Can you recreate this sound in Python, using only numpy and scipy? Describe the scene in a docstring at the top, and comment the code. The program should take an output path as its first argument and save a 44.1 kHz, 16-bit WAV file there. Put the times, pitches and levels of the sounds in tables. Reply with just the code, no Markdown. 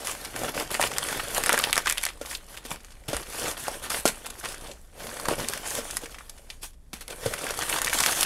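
"""Hands dig through crumpled newspaper in a cardboard box, close by, over a small room's rumble and hum.
From the start, sheets flex and slide and creases buckle in swarms of tiny crinkles, building to a
flurry of loud snaps around 1.5-2 s. Lighter rummaging follows, with finger swishes and knocks of the
hand on the box, the hardest at 4 s. The paper almost settles just before 7 s, then a last firm crush
sets it snapping again."""
import sys
import numpy as np
from scipy import signal
from scipy.io import wavfile
from scipy.ndimage import uniform_filter1d, map_coordinates

SR = 44100
rng = np.random.default_rng(int(sys.argv[2]) if len(sys.argv) > 2 else 0)


def store_pcm(level_fs):
    """Save levels as 16-bit WAV."""
    pcm = np.round(np.clip(level_fs, -1, 1) * 32767).astype(np.int16)
    wavfile.write(sys.argv[1], SR, np.atleast_2d(pcm).T)


N = 363825
TIME = np.arange(N) / SR


def from_db(db):
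    """Decibels to gain."""
    return np.exp(np.asarray(db) * (np.log(10) / 20))


def rms_one(x):
    """Scale to unit rms."""
    return x / np.sqrt(np.mean(x ** 2) + 1e-20)


def at_hz(points, hz):
    """Read a table on a log-frequency axis."""
    points_hz, values = np.transpose(points)
    return np.interp(np.log(hz), np.log(points_hz), values)


def butter(x, hz, kind, order=2):
    """Causal Butterworth filter."""
    sections = signal.butter(order, np.clip(hz, 10, .48 * SR), kind, fs=SR, output="sos")
    return signal.sosfilt(sections, x)


def fade(x, t60):
    """Give every sample an exponential tail."""
    return signal.lfilter([1], [1, -10 ** (-3 / (t60 * SR))], x + 1e-18)


def ring(x, hz, t60):
    """Resonator: a unit click sets a sine of height 1 ringing."""
    decay, angle = 10 ** (-3 / (t60 * SR)), 2 * np.pi * hz / SR
    return signal.lfilter([0, np.sin(angle)], [1, -2 * decay * np.cos(angle), decay * decay], x + 1e-18)


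def drift(turns_per_s):
    """A smooth random wander of rms 1."""
    knots = rng.standard_normal(4096)
    return rms_one(np.interp(TIME * turns_per_s, np.arange(len(knots)), knots))


def add(out, start_s, sound):
    """Mix a sound in at start_s."""
    start = int(np.clip(round(start_s * SR), 0, N - 1))
    out[start:start + len(sound)] += sound[:N - start]


def noise_bands(spectrum, size=N):
    """(centre_hz, noise) for each band that a spectrum covers; neighbours are unrelated."""
    edges_hz = np.geomspace(20, 18000, 25)
    white = rng.standard_normal((2, size))
    return [(np.sqrt(low * high), butter(white[k % 2], [low, high], "band"))
            for k, (low, high) in enumerate(zip(edges_hz, edges_hz[1:]))
            if high > spectrum[0][0] and low < spectrum[-1][0]]


def room_tone(rumble_db):
    """The bed: steady low rumble with a trace of hiss, and the faint hum of an appliance."""
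    # colour of the rumble: frequency_hz, relative_db
    colour = [(20, 5), (32, -8.5), (45, -12), (65, -14.5), (90, -21), (130, -22), (300, -31.5), (800, -42),
              (3000, -54), (16000, -53)]
    # tones of the hum: pitch_hz, rms_db
    hum_tones = [(50.5, -58), (60, -61)]
    rumble = rms_one(sum(from_db(at_hz(colour, hz)) * noise for hz, noise in noise_bands(colour)))
    hum = sum(from_db(db) * np.sqrt(2) * np.sin(2 * np.pi * (hz * TIME + rng.random()))
              for hz, db in hum_tones)
    return from_db(rumble_db) * rumble + hum


def sliding_db():
    """How much the paper slides rather than buckles: high when stroked, low when crushed."""
    # sliding hiss against buckling grains: time_s, balance_db
    balance = [(0, 0), (.85, -4), (1.3, -3.5), (1.5, -6.5), (2.1, -4.5), (2.5, -4), (3.4, -2), (4.5, -3.5),
               (4.85, 0.5), (5.3, -2.5), (6.7, 1.5), (7.4, -1.5), (7.9, -5.5)]
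    return np.interp(TIME, *np.transpose(balance))


def digging(stir_depth_db, release_t60):
    """Each stroke takes hold, keeps on and lets go; gives the envelopes of crinkle, flex and scuff."""
    # the wad stirs as long as the hand rests in it: time_s, level_db
    stirring = [(0, -42.5), (.68, -48.5), (1.0, -40), (1.6, -39.5), (2.15, -56.5), (3.03, -61.5),
                (3.15, -50.5), (4.2, -50.5), (4.6, -52.5), (4.9, -65.5), (5.05, -48.5), (5.7, -43),
                (6.1, -54.5), (6.6, -63.5), (6.73, -83), (6.9, -72.5), (7.25, -44.5), (8.25, -40.5)]
    # pushes and pulls; deeper ones scuff the box more: start_s, rise_s, length_s, level_db, depth_db
    strokes = [(0.044, 0.0057, 0.076, -35, -13.5), (0.343, 0.027, 0.15, -39.5, 2.5),
               (0.531, 0.047, 0.09, -35.5, 1.5), (0.701, 0.014, 0.065, -34.5, -4),
               (0.786, 0.029, 0.073, -30.5, -3.5), (1.016, 0.013, 0.19, -38, -4.5),
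               (1.303, 0.075, 0.07, -29, -16), (1.43, 0.015, 0.26, -37.5, -10),
               (1.737, 0.026, .08, -41, -11), (1.838, 0.022, 0.071, -34.5, -8.5),
               (1.938, 0.013, 0.16, -45, -19), (2.218, 0.084, 0.13, -39.5, -13.5),
               (2.47, 0.035, 0.076, -48, -8), (2.686, 0.032, 0.04, -38, -2),
               (3.077, 0.013, 0.13, -43, -1.5), (3.245, 0.11, 0.13, -38, -8.5),
               (3.364, 0.035, 0.15, -34.5, -4), (3.568, 0.007, 0.19, -40, -7),
               (3.821, 0.0083, 0.041, -39.5, -1), (3.896, 0.0042, 0.088, -32, -9),
               (4.054, .006, 0.035, -30, -13), (4.373, 0.018, .03, -43, -19),
               (4.427, 0.0083, 0.096, -40, -5), (4.604, 0.025, 0.11, -51.5, 5), (4.93, 0.085, 0.34, -47, 3),
               (5.288, 0.012, .04, -39, 8.5), (5.373, 0.014, 0.059, -38, 3), (5.46, .02, 0.096, -40.5, -9),
               (5.64, 0.027, 0.11, -36, -16.5), (5.75, 0.028, 0.029, -31, -4.5),
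               (5.83, .02, .145, -42.5, -12), (6.006, 0.0092, 0.031, -46.5, -5.5),
               (6.1, 0.0099, 0.0204, -47, -12), (6.486, .01, 0.054, -54, -6.5),
               (6.61, 0.0247, 0.047, -40.5, -21), (7.078, .025, 0.045, -44.5, 1),
               (7.19, 0.045, 0.15, -42, 0.5), (7.39, 0.023, 0.13, -42, 1), (7.556, 0.016, 0.15, -37, -5.5),
               (7.678, 0.052, 0.1, -32, -6), (7.804, .02, .08, -37.5, -15),
               (7.893, 0.046, 0.24, -28.5, -18.5), (8.144, 0.018, 0.079, -27, -23)]
    depth_shares = np.array([[0], [0.4], [1]])   # dB of crinkle, flex and scuff per dB of depth
    stir_db = np.interp(TIME, *np.transpose(stirring))
    power = from_db(stir_db + depth_shares * stir_depth_db) ** 2
    t = TIME[:SR * 2 // 3]
    for start_s, rise_s, length_s, level_db, depth_db in strokes:
        release_db = -60 * np.maximum(t - length_s, 0) / release_t60
        envelope = np.minimum(t / rise_s, 1) * from_db(level_db + release_db)
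        for layer, share in zip(power, depth_shares):
            add(layer, start_s, (envelope * from_db(share * depth_db)) ** 2)
    crinkle, flex, scuff = np.sqrt(power)
    crushing = from_db(-0.89 * sliding_db())   # crushed sheets flex more
    return crinkle, flex * crushing, scuff


def crackle(spectrum, per_s, spread_db, t60, slide_db, colour_db, clump_db, even_s, shift_db):
    """Clumps of tiny bucklings, each a grain with its own colour, over the hiss of sliding paper."""
    buckles = rng.random(N) < per_s * from_db(clump_db * drift(70)) / SR
    sizes = buckles * from_db(spread_db * np.minimum(rng.exponential(1, N), 4))
    # the hand's work is shared among the creases that give way at about the same moment
    load = np.maximum(uniform_filter1d(fade(sizes ** 2, t60 / 2), int(even_s * SR)), 1e-3)
    sizes = sizes / np.sqrt(load)
    hiss_power = from_db(slide_db + sliding_db()) ** 2
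    out = 0
    for hz, noise in noise_bands(spectrum):
        tint = np.ones(N)
        tint[buckles] = from_db(colour_db * np.clip(rng.standard_normal(N)[buckles], -2, 2))
        grain_power = fade((sizes * tint) ** 2, t60 / 2)
        envelope = np.sqrt((grain_power / grain_power.mean() + hiss_power) / (1 + hiss_power))
        # the wad's resonances shift as it changes shape
        gain = from_db(at_hz(spectrum, hz) + shift_db * drift(18))
        out = out + gain * noise * envelope
    return rms_one(out)


def rustle(crinkle, flex, scuff):
    """Sharp creases tick, broad sheets flap, and the wad scuffs the cardboard."""
    # bright colour of the creases: frequency_hz, relative_db
    crease_colour = [(1800, -6), (3200, -1.5), (4200, 0), (6500, 2), (9800, 3), (12000, 2), (16000, 2)]
    # midrange colour of the sheets: frequency_hz, relative_db
    sheet_colour = [(400, -11), (700, 0), (1100, 0), (1550, 1), (2200, -4), (3100, -5), (4500, -12.5)]
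    # low colour of the wad on cardboard: frequency_hz, relative_db
    wad_colour = [(70, -13), (115, 3), (170, -10.5), (250, -1), (370, -2.5), (490, 4.5), (640, -3),
                  (950, -10.5)]
    creases = crackle(crease_colour, per_s=380, spread_db=10.5, t60=0.01, slide_db=6.5,
                      colour_db=4.5, clump_db=9.5, even_s=0.042, shift_db=1.6)
    sheets = crackle(sheet_colour, per_s=270, spread_db=4.5, t60=0.017, slide_db=-0.5,
                     colour_db=5, clump_db=8.5, even_s=0.13, shift_db=-0.04)
    wad = crackle(wad_colour, per_s=240, spread_db=1.0, t60=0.013, slide_db=-4.5,
                  colour_db=4.0, clump_db=3.5, even_s=0.07, shift_db=2.0)
    return (from_db(1.05) * crinkle * creases
            + from_db(-0.77) * flex * sheets
            + from_db(-0.1) * scuff * wad)


def fold_echoes(x, echo_db, lag_s, wander_db, moves_per_s):
    """Folds and fingers centimetres away throw back echoes; as they move, the treble changes colour."""
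    out, treble = x, butter(x, 1200, "high", order=1)
    for path_ratio in (1, np.e):
        delay_s = path_ratio * lag_s * from_db(wander_db * drift(moves_per_s))
        out = out + from_db(echo_db) * map_coordinates(treble, [(TIME - delay_s) * SR], order=3)
    return out * x.std() / out.std()


def finger_swishes(grain_db):
    """A finger meets the paper all at once and slides to rest over its wrinkles."""
    # fingers landing: start_s, level_db, t60_s
    landings = [(.248, -27.5, 0.052), (2.568, -38.5, 0.14), (2.650, -36.5, 0.2), (2.847, -43.5, 0.057),
                (3.081, -32, 0.15), (4.259, -27.5, 0.071), (4.3, -29, 0.036), (5.284, -27.5, 0.11),
                (6.294, -42, 0.027), (6.629, -32.5, 0.11), (6.932, -36, 0.23), (7.008, -34.5, 0.11),
                (7.08, -31.5, 0.025), (7.1, -43, 0.095)]
    out, t = np.zeros(N), TIME[:9000]
    for start_s, level_db, t60 in landings:
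        wrinkles = rms_one(uniform_filter1d(rng.standard_normal(len(t)), size=60))
        hiss = rng.standard_normal(len(t))
        swish = butter(hiss + 0.5 * butter(hiss, 4700, "low"), 350, "high")
        grainy_swish = rms_one(swish * from_db(grain_db * wrinkles))
        add(out, start_s, from_db(level_db - 60 * t / t60) * grainy_swish)
    return out


def caught_creases(crinkle, flex, base_per_s, firm_db, spread_db, chances=400):
    """Cues for lesser snaps: creases caught at random give way more readily when crushed firmly."""
    moment, luck, *traits = rng.random((chances, 5)).T
    force, pitch, ringing = 2 * np.array(traits) - 1
    at = (moment * N).astype(int)
    effort_db, flex_db = 20 * np.log10([crinkle[at], flex[at]])
    readiness_db = 0.5 * np.minimum(effort_db - firm_db, 0) - 1.3 * sliding_db()[at]
    gives_way = luck < base_per_s * from_db(readiness_db) * N / SR / chances
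    # the levels ride on the rustle
    crack_db = effort_db + 8 + spread_db * force
    facet_db = flex_db + 7.5 + spread_db * ringing
    pitch_hz = 1900 * 2 ** (0.72 * pitch)
    cues = np.transpose([TIME[at], crack_db, pitch_hz, facet_db])
    return list(cues[gives_way])


def snaps(lesser_cues, rise_s, crack_t60, bright_hz, dulling, edge_db, edge_t60,
          shiver_db, shiver_t60, facet_cycles, flutter_db, flutter_t60):
    """A crease pops through with a bright crack and sets the facet beside it ringing for a few cycles."""
    # the featured creases and their paper facets: start_s, crack_db, pitch_hz, facet_db
    featured_cues = [(.2495, -36, 1520, -40), (.3617, -29, 1980, -30), (.4344, -31.5, 714, -21.5),
                     (0.7437, -25.5, 2365, -28), (.7964, -42, 870, -15), (0.9834, -18, 1580, -23.5),
                     (1.197, -49, 1570, -23.5), (1.3799, -21, 776, -18.5), (1.4372, -20.5, 2270, -20.5),
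                     (1.4613, -20, 1910, -21), (1.4935, -17.5, 1460, -11.5), (1.5228, -30.5, 1450, -17.5),
                     (1.529, -16, 1510, -30), (1.5427, -30, 1530, -15), (1.5771, -24, 1570, -15),
                     (1.5896, -18, 3030, -31), (1.6392, -23, 3100, -13.5), (1.729, -15.5, 2580, -17),
                     (1.7566, -23, 1330, -29.5), (1.7668, -26, 1570, -19), (1.7787, -17.5, 1690, -15),
                     (1.8712, -23, 1710, -21), (1.877, -29, 2740, -18.5), (1.8979, -16.5, 1900, -24),
                     (1.9102, -25, 2490, -23.5), (1.924, -21.5, 1900, -24), (1.974, -34, 2690, -27),
                     (1.981, -25, 3260, -21), (2.032, -27, 2420, -36), (2.0364, -23, 2200, -22.5),
                     (2.0522, -19.5, 3490, -35), (2.0648, -26.5, 1970, -23), (2.088, -38, 2640, -29),
                     (2.2595, -36.5, 3180, -34.5), (2.3124, -39, 2450, -34), (2.3507, -35, 4050, -25),
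                     (2.5733, -42, 2790, -33), (3.1665, -26, 1440, -27), (3.6817, -30, 780, -20),
                     (3.9024, -25.5, 1250, -29), (4.0616, -21, 1510, -39.5), (4.0777, -18.5, 2830, -29),
                     (5.198, -32.5, 1370, -30), (5.2549, -30.5, 1540, -23), (5.286, -27, 1100, -17.5),
                     (5.486, -20.5, 3080, -49), (5.5354, -26, 1684, -26.5), (5.9096, -29, 2790, -44),
                     (5.969, -20, 1760, -28.5), (6.058, -39, 2010, -33.5), (6.145, -44.5, 2100, -36),
                     (6.185, -42, 1890, -36.5), (6.208, -55, 1520, -37), (6.295, -34.5, 2370, -63),
                     (6.5018, -39.5, 3570, -31.5), (7.338, -28.5, 1660, -25.5), (7.467, -37, 1570, -24.5),
                     (7.5059, -29, 736, -28), (7.5897, -26.5, 1070, -23.5), (7.697, -22.5, 1960, -27.5),
                     (7.8174, -19.5, 1334, -25), (7.8463, -20.5, 3250, -33), (7.8709, -27, 1990, -20.5),
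                     (8.003, -20, 2760, -27), (8.0372, -21, 2420, -18.5), (8.062, -16.5, 1770, -17.5),
                     (8.2085, -20, 2940, -35), (8.23, -14.5, 2040, -23)]
    out, t = np.zeros(N), TIME[:2600]
    attack = slice(0, int(.004 * SR))
    loudest_db = max(cue[1] for cue in featured_cues)
    for start_s, crack_db, pitch_hz, facet_db in featured_cues + lesser_cues:
        crack_noise, flutter = rng.standard_normal((2, len(t)))
        # weaker creases give way more slowly, so they sound longer and duller
        slowness = from_db(dulling * (loudest_db - crack_db))
        # the crack is over in milliseconds, then the sheet shivers faintly
        decay = from_db(-60 * t / (crack_t60 * slowness)) + from_db(shiver_db - 60 * t / shiver_t60)
        # only the stiffest creases reach full force at once
        onset = 1 - np.exp(-t / (rise_s * slowness ** 4))
        crack = butter(crack_noise * onset * decay, 4100, "high", order=1)
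        crack = butter(crack, bright_hz / slowness, "low", order=1)
        # the stiff edge of each crease has a high pitch of its own
        crack = crack + from_db(edge_db) * ring(crack, rng.uniform(6100, 11530), edge_t60)
        push = (t == 0) + flutter * from_db(flutter_db - 60 * t / flutter_t60)
        facet = ring(push, pitch_hz, facet_cycles / pitch_hz)
        facet = butter(facet, [pitch_hz / 2, pitch_hz * 2], "band", order=1)
        add(out, start_s, from_db(crack_db - 1.5) * crack / crack[attack].std())
        add(out, start_s, from_db(facet_db - 3.5) * facet / facet[attack].std())
    return out


def box_knocks(contact_hz, body_db, crunch_db, crunch_t60, leak_ratio):
    """A wall of the box thuds, the whole box rings briefly and the paper inside crunches."""
    # the hand strikes a wall: start_s, level_db, pitch_hz, t60_s
    hits = [(1.5363, -14.5, 587, 0.021), (2.213, -22.5, 560, 0.031), (2.652, -29, 407, 0.018),
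            (2.712, -25, 170, 0.033), (3.085, -24, 132, 0.056), (3.131, -15, 580, 0.026),
            (3.144, -28, 57.6, 0.15), (4.0544, -6.5, 616, 0.015), (4.0543, -8.5, 393, 0.018),
            (5.2837, -21, 497, 0.022), (5.285, -27, 122, 0.12), (5.3153, -29, 447, 0.015),
            (5.787, -20.5, 595, 0.026), (6.0352, -26, 517, 0.016), (6.935, -30.5, 213, 0.046),
            (7.2594, -16, 525, 0.039), (7.261, -21, 118, 0.073)]
    # resonances of the cardboard box: pitch_hz, relative_db, t60_s
    box_modes = [(122, -46.5, 0.12), (243, -11.5, 0.054), (306, -10.5, 0.041), (457, -14, 0.13),
                 (574, -29, 0.03), (780, -29, 0.069), (1100, -48, 0.056), (1396, -16.5, 0.066)]
    out, t = np.zeros(N), TIME[:9000]
    push = butter(1.0 * (t == 0), contact_hz, "low")
    for start_s, level_db, pitch_hz, t60 in hits:
        # an open box radiates little below the pitch of the wall
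        wall = butter(ring(push, pitch_hz, t60), leak_ratio * pitch_hz, "high")
        body = 0
        for mode_hz, mode_db, mode_t60 in box_modes:
            strength = from_db(mode_db + rng.normal(0, 1.2)) * rng.choice([-1, 1])
            body = body + strength * ring(push, mode_hz, mode_t60)
        crunch = butter(rng.standard_normal(len(t)), [500, 9000], "band", order=1)
        crunch = crunch * from_db(crunch_db - 60 * t / crunch_t60)
        add(out, start_s, from_db(level_db) * (wall + from_db(body_db) * body + crunch))
    return out


def room(x, wet_db, build_s):
    """Diffuse reflections of a small furnished room; the top end dies first."""
    # the room's decay: frequency_hz, t60_s
    decay_times = [(150, 0.37), (500, 0.087), (2500, 0.24), (8000, 0.065), (15000, 0.07)]
    t = TIME[:SR // 2]
    tail = sum(noise * from_db(-60 * t / at_hz(decay_times, hz))
               for hz, noise in noise_bands(decay_times, size=len(t)))
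    tail = tail * np.clip(t / build_s, 0, 1)
    return x + from_db(wet_db) * signal.fftconvolve(x, tail / np.linalg.norm(tail))[:N]


def scene():
    """Paper and box in the room, mixed in mono over the room tone."""
    crinkle, flex, scuff = digging(stir_depth_db=-1.5, release_t60=0.15)
    lesser_cues = caught_creases(crinkle, flex, base_per_s=5.3, firm_db=-36.5, spread_db=3)
    pops = snaps(lesser_cues, rise_s=0.00004, crack_t60=0.0037, bright_hz=19400, dulling=0.42,
                 edge_db=-34, edge_t60=0.004, shiver_db=-19.5, shiver_t60=0.053,
                 facet_cycles=4.2, flutter_db=-20, flutter_t60=0.041)
    paper = rustle(crinkle, flex, scuff) + finger_swishes(grain_db=4)
    paper = fold_echoes(paper, echo_db=-15.5, lag_s=0.00041, wander_db=2.5, moves_per_s=7)
    box = box_knocks(contact_hz=2500, body_db=-1.5, crunch_db=-10, crunch_t60=0.08, leak_ratio=0.65)
    action = room(paper + pops + box, wet_db=-16, build_s=0.0028)
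    return (action + room_tone(rumble_db=-48.5))[None]


def record(dry):
    """A small microphone adds a sheen near 10 kHz and loses the top of the treble."""
    # the microphone's peaks and dip: centre_hz, width_hz, gain_db
    microphone_eq = [(3390, 210, 2.5), (3980, 240, -2.5), (10050, 2440, 4)]
    rolloff_hz, cutoff_hz = 11730, 15700
    out = dry
    for centre_hz, width_hz, gain_db in microphone_eq:
        band = signal.lfilter(*signal.iirpeak(centre_hz, centre_hz / width_hz, fs=SR), out)
        out = out + (from_db(gain_db) - 1) * band
    out = butter(out, rolloff_hz, "low", order=3)
    return signal.sosfilt(signal.ellip(10, .2, 80, cutoff_hz, fs=SR, output="sos"), out)


dry = scene()
out = record(dry)
store_pcm(out)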